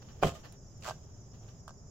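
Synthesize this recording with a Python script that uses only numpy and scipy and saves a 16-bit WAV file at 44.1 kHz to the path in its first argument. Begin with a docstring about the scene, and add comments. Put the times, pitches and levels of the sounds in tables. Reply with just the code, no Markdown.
"""A concrete garage, the microphone near a bicycle; a low rumble and insects shrilling outside run throughout.
The bicycle rustles and ticks as it is lowered. At 0.22 s its knobbly tyre meets the floor: the tread
crushes grit, the air-filled casing thumps, the wheel rings, then hums as the tyre springs back.
At 0.82 s the rubber sticks and slips in a stuttering scuff as the wheel settles, and at 1.68 s it
slips once more. The cluttered room answers each sound of the bicycle briefly."""
import sys
import numpy as np
from scipy import signal
from scipy.fft import rfft, irfft, next_fast_len
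from scipy.io import wavfile
from scipy.ndimage import map_coordinates

SR = 44100
rng = np.random.default_rng(int(sys.argv[2]) if len(sys.argv) > 2 else 0)


def pcm_store(signal):
    """Save signal as 16-bit PCM."""
    levels = np.round(np.clip(np.atleast_2d(signal), -1, 1) * 32767)
    wavfile.write(sys.argv[1], SR, levels.astype(np.int16).T)


N = 83790


def amp(db):
    """Decibels to gain."""
    return 10 ** (np.asarray(db) / 20)


def unit(x):
    """Scale to rms 1."""
    return x / np.sqrt(np.mean(x ** 2) + 1e-20)


def along(points, hz):
    """Read (frequency, value) points on a log frequency axis."""
    knots_hz, values = np.transpose(points)
    return np.interp(np.log(hz + 1), np.log(knots_hz + 1), values)


def since(start):
    """Seconds since start, for every sample."""
    return np.arange(N) / SR - start


def fade(start, t60):
    """A gain that jumps to 1 at start and falls 60 dB in t60 seconds."""
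    return (since(start) >= 0) * amp(-60 * np.abs(since(start)) / t60)


def wobble(rate):
    """A smooth random curve, rate knots a second."""
    return map_coordinates(rng.standard_normal(N // 10), [np.arange(N) * rate / SR], mode="wrap")


def filtered(x, response):
    """Filter x by a function of frequency."""
    size = next_fast_len(N + SR // 2)
    return irfft(rfft(x, size) * response(np.fft.rfftfreq(size, 1 / SR)), size)[..., :N]


# Likeness of the microphone's two sides (frequency [Hz], correlation [0-1])
LIKENESS = [(50, 1), (500, 0.78), (1200, 0.26), (2500, 0.071), (6000, 0.067), (15000, 0.079)]
def spread(pair, spectrum):
    """Turn two unrelated signals into coloured stereo of rms 1, alike in the bass."""
    def mid_side_gains(hz):
        angle = np.arccos(np.clip(along(LIKENESS, hz), -.99, .99)) / 2
        return amp(along(spectrum, hz)) * [np.cos(angle), np.sin(angle)]
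    mid, side = filtered(pair, mid_side_gains)
    return unit(np.array([mid + side, mid - side]))


def noise(spectrum):
    """Coloured stereo noise of rms 1."""
    return spread(rng.standard_normal((2, N)), spectrum)


def grains(spectrum, per_s=9000, scatter_db=3):
    """Dense tiny clicks of uneven size, stereo, rms 1."""
    sizes = rng.standard_normal((2, N)) * amp(scatter_db * rng.standard_normal((2, N)))
    return spread((rng.random((2, N)) < per_s / SR) * sizes, spectrum)


def strokes(rows):
    """The envelope of strokes that rise, hold and release."""
    envelope = np.zeros(N)
    for start, rise, hold, t60, db in rows:
        let_go = start + rise + hold
        release = np.where(since(let_go) < 0, 1, fade(let_go, t60))
        envelope += amp(db) * np.clip(since(start) / rise, 0, 1) * release
    return envelope


def ring(start, modes, attack_s=.001):
    """Damped modes swell from start and sound for up to half a second."""
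    age = since(start)
    live = (age > 0) & (age < .5)
    t = age[live, None]
    hz, db, t60 = np.transpose(modes)
    partials = amp(db - 60 * t / t60) * np.sin(2 * np.pi * hz * t)
    ringing = np.zeros(N)
    ringing[live] = np.sum(partials * (1 - np.exp(-t / attack_s)), axis=1)
    return ringing


def snap(centre, hz, width_s):
    """A dead rubber contact: little more than one cycle."""
    t = since(centre)
    return np.cos(2 * np.pi * hz * t) * np.exp(-.5 * (t / width_s) ** 2)


# Rumble all around the microphone (frequency [Hz], level [dB])
RUMBLE_SPECTRUM = [(22, -10), (40, -5), (55, -7), (80, -4), (120, 0), (170, -8), (230, -13.5), (310, -20.5),
                   (410, -17.5), (480, -23.5), (600, -21), (800, -28), (1300, -34), (2700, -49.5),
                   (4200, -52)]
def background():
    """A low steady rumble and a faint hiss fill the garage."""
    rumble = noise(RUMBLE_SPECTRUM + [(9000, -66)])
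    hiss = noise([(9000, -17), (11500, 6), (15000, -1)])
    return amp(-51) * rumble + amp(-89.5) * hiss


# Insects outside: the chorus and single voices (frequency [Hz], level [dB])
CHORUS_SPECTRUM = [(3800, -29.5), (4650, -18), (4950, -3), (5900, -5.5), (6500, 1.5), (7100, 3),
                   (7450, -17.5), (8000, -25), (8800, -44.5)]
TRILLS = [(5100, -77), (5470, -77.5), (6075, -74), (7070, -74)]
def insects(chirps_per_s=10.8):
    """A far chorus, louder on the right, with a few steady trills and one pulsing chirp."""
    def voice(hz, width_hz):
        carrier = np.exp(2j * np.pi * hz * since(0))
        flutter = np.array([wobble(width_hz) + 1j * wobble(width_hz) for _ in range(2)])
        return unit(np.real(flutter * carrier))
    chorus = amp(-66 + 0.98 * wobble(40.1)) * noise(CHORUS_SPECTRUM)
    trills = sum(amp(db) * voice(hz, width_hz=50) for hz, db in TRILLS)
    pulse = (.5 + .5 * np.cos(2 * np.pi * chirps_per_s * since(1.05))) ** 2
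    chirp = amp(-67) * pulse * voice(5600, width_hz=160)
    return (chorus + trills + chirp) * amp([[-1.5], [1.5]])


# Course of the faint rustle (time [s], level [dB])
RUSTLE_LEVELS = [(0, -64), (.15, -64), (.33, -61), (.53, -64.5), (.6, -81), (.75, -72), (.95, -65.5),
                 (1.1, -71), (1.18, -75), (1.35, -70.5), (1.5, -64), (1.62, -81.5), (1.9, -90)]
# Dull rubs (start [s], rise [s], hold [s], release t60 [s], level [dB])
RUBS = [(.017, .006, 0.0058, 0.02, -56.5), (.083, 0.0041, 0.0035, 0.2, -58), (.215, 0.01, .001, 0.05, -46),
        (.428, 0.023, .003, 0.11, -51), (1.33, 0.0086, 0.0056, 0.2, -67), (1.478, 0.011, .003, 0.04, -60)]
# Colours of rustle and rub (frequency [Hz], level [dB])
RUSTLE_SPECTRUM = [(150, 5), (500, 5), (1200, -3.5), (2200, -10.5), (3200, -6.5), (5000, -16.5),
                   (9000, -31), (12000, -21), (15000, -25)]
RUB_SPECTRUM = [(200, -8), (600, 2.5), (1300, -0.5), (1800, -1), (2200, -10.5), (3000, -1.5), (3600, -9),
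                (4700, -7), (7000, -20), (9000, -30), (15000, -22)]
def handling():
    """Near the microphone the bicycle rustles and rubs as it is lowered and steadied."""
    rustle_db = np.interp(since(0), *np.transpose(RUSTLE_LEVELS)) + 2.5 * wobble(34.8)
    rustle = amp(rustle_db) * grains(RUSTLE_SPECTRUM)
    return rustle + strokes(RUBS) * grains(RUB_SPECTRUM)


# Ticks of the bicycle (time [s], level [dB])
TICKS = [(.044, -82), (.408, -62), (.524, -51), (0.777, -64), (0.809, -62), (1.6795, -51.5)]
# Their colour (frequency [Hz], level [dB])
TICK_SPECTRUM = [(500, -15), (3000, -4.5), (8000, -2), (15000, -11)]
def ticks():
    """The bicycle gives small dry ticks, each a burst of bright noise."""
    return sum(amp(db) * fade(start, t60=0.017) for start, db in TICKS) * noise(TICK_SPECTRUM)


# Tread bearing on the floor (start [s], rise [s], hold [s], release t60 [s], level [dB])
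CRUNCHES = [(.225, .008, 0.048, 0.1668, -41), (.335, 0.014, 0.01, 0.22, -55.5),
            (.818, 0.048, 0.026, 0.1647, -45.5)]
# Breaking grit (frequency [Hz], level [dB])
GRIT_SPECTRUM = [(200, -18), (600, 3.5), (1400, -1), (2100, -8.5), (3000, -3), (3800, -7.5), (7500, -8.5),
                 (9300, -25.5), (11500, -19), (15000, -21)]
def grit():
    """Grit breaks on the concrete while the tread presses or drags."""
    return strokes(CRUNCHES) * grains(GRIT_SPECTRUM)


# Tyre meeting concrete (time [s], thud [dB], wheel ring [dB], knock [dB], crack [dB])
CONTACTS = [(.2269, -39.5, -27, -32, -34), (.2337, -39, -28.5, -11.5, -27),
            (0.2443, -29.5, -36.5, -43, -36), (.2509, -28.5, -37, -41, -44), (0.265, -28.5, -57, -44, -57),
            (0.2718, -36, -41.5, -30.5, -33.5), (.2812, -48, -48, -50, -52), (0.293, -60, -64, -55, -40.5),
            (.3205, -46, -53, -60, -54)]
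# Modes of the air-filled casing and the wheel (frequency [Hz], level [dB], t60 [s])
CASING_MODES = [(78.3, -3, 0.21), (110, -1, 0.093), (164.8, 6.5, 0.074), (214.4, 4, 0.063),
                (290.5, -11.5, .1)]
WHEEL_MODES = [(388, 3.5, 0.23), (430.3, 0, .11), (544, 6.5, 0.08), (591.6, 2, 0.096), (643.6, 1.5, 0.099),
               (682.4, 0.5, 0.2), (974, -11, 0.11), (1060, -6, 0.11), (1227, -15, 0.2), (1345, -19, 0.21),
               (1720, -28, 0.31), (2066, -22, 0.16), (2540, -23, 0.19), (3107, -22, 0.31)]
# Crack of a contact (frequency [Hz], level [dB])
CRACK_SPECTRUM = [(300, -18), (1300, 1.5), (1750, -1), (2200, 2), (3100, -2), (4000, -11.5), (7500, -16.5),
                  (10000, -28), (16000, -28)]
def landing(knock_hz=926, knock_width_s=0.00043):
    """Each contact with the floor thumps the casing, rings the wheel, knocks and cracks."""
    body, crack_envelope = np.zeros(N), np.zeros(N)
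    for start, thud_db, ring_db, knock_db, crack_db in CONTACTS:
        body += amp(thud_db) * ring(start, CASING_MODES, attack_s=0.0014)
        body += amp(ring_db) * ring(start, WHEEL_MODES)
        body += amp(knock_db) * snap(start + knock_width_s, knock_hz, knock_width_s)
        crack_envelope += amp(crack_db) * fade(start, t60=0.025)
    return body + crack_envelope * noise(CRACK_SPECTRUM)


# Hum of the wheel (frequency [Hz], level [dB], t60 [s])
REBOUND_MODES = [(624, 0.5, 0.076), (1220, -7, 0.077), (1867, -13.5, 0.074), (3040, -15.5, 0.087)]
def rebound():
    """The wheel hums briefly as the tyre springs back."""
    return amp(-34) * ring(.349, REBOUND_MODES, attack_s=0.017)


# Rubber letting go of the floor (time [s], snap [dB], snap pitch [Hz], tread ring [dB], rasp [dB])
SLIPS = [(.8248, -52, 2580, -58, -48.5), (.8357, -49, 2550, -58, -47), (.8462, -40, 1680, -56, -43),
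         (.8548, -36.5, 1310, -55, -55), (.8636, -31, 1140, -45, -44), (.8719, -32, 1150, -52, -43.5),
         (.8799, -29, 990, -33.5, -49), (.8880, -27.5, 930, -40, -40.5), (.8973, -28, 970, -49.5, -40),
         (.9098, -27, 900, -36.5, -43), (1.680, -34.5, 1130, -46, -48.5), (1.6935, -42, 1110, -50, -53),
         (1.7075, -44, 1010, -60, -57)]
# Modes of the tread (frequency [Hz], level [dB], t60 [s])
TREAD_MODES = [(628, 1, 0.043), (692, -10, 0.028), (1070, -10, 0.044), (1320, -14, 0.028), (1573, -9, 0.06)]
# Rubber rasping on concrete (frequency [Hz], level [dB])
RASP_SPECTRUM = [(400, -19), (1500, -2), (2200, -7), (3000, 0.5), (3800, -5), (4600, 2.5), (6000, -4),
                 (7300, 0), (9500, -23.5), (15000, -23)]
def scuff(snap_width_s=0.00051):
    """The tread sticks and slips; each release snaps, rings the rubber and rasps."""
    body, rasp_envelope = np.zeros(N), np.zeros(N)
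    for time, snap_db, snap_hz, ring_db, rasp_db in SLIPS:
        body += amp(snap_db) * snap(time, snap_hz, snap_width_s)
        body += amp(ring_db) * ring(time + 2 * snap_width_s, TREAD_MODES)
        rasp_envelope += amp(rasp_db) * fade(time - snap_width_s, t60=0.019)
    return body + rasp_envelope * noise(RASP_SPECTRUM)


# The wheel as heard at the microphone (frequency [Hz], left minus right [dB])
BALANCE = [(200, 0), (400, 0.5), (650, -6), (1200, -2), (4400, -.5), (8000, -5), (14000, -1)]
# Phase between the two sides (frequency [Hz], lead of the left [rad])
LEFT_LEAD = [(30, -.1), (100, -0.13), (400, -0.42), (700, -0.45), (1500, -0.14), (4000, 0.16)]
def placement(hz):
    """The stereo response that stands the wheel a little right of the microphone."""
    sides = np.array([[.5], [-.5]])
    return amp(along(BALANCE, hz) * sides) * np.exp(1j * along(LEFT_LEAD, hz) * sides)


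# Decay of the garage (frequency [Hz], t60 [s])
GARAGE_DECAY = [(100, 0.17), (600, 0.28), (3000, 0.33), (12000, 0.38)]
def garage(direct):
    """Near clutter reflects the sound at once; a weak tail follows."""
    length = SR // 2
    wash = noise([(60, -17), (500, -1.5), (15000, 2)])[:, :length]
    hz, t, bands = signal.stft(wash, SR, nperseg=256)
    decay = amp(-60 * t / along(GARAGE_DECAY, hz)[:, None])
    tail = signal.istft(bands * decay, SR, nperseg=256)[1][:, :length]
    scatter = noise([(200, -9.5), (700, 0), (1500, -1), (15000, -1.5)])
    early = (scatter * fade(.002, t60=0.043))[:, :length]
    response = amp(-9.5) * early / np.linalg.norm(early[0]) + amp(-18.5) * tail / np.linalg.norm(tail[0])
    return signal.fftconvolve(direct, response, axes=1)[:, :N]


def scene():
    """The bicycle close by, the garage around it, the insects far outside."""
    bicycle = landing() + grit() + scuff() + ticks() + handling() + rebound()
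    direct = filtered(bicycle, placement)
    return direct + garage(direct) + insects() + background()


def record(dry, top_hz=15850):
    """Nothing is kept above the band limit."""
    return filtered(dry, lambda hz: hz < top_hz)


dry = scene()
out = record(dry)
pcm_store(out)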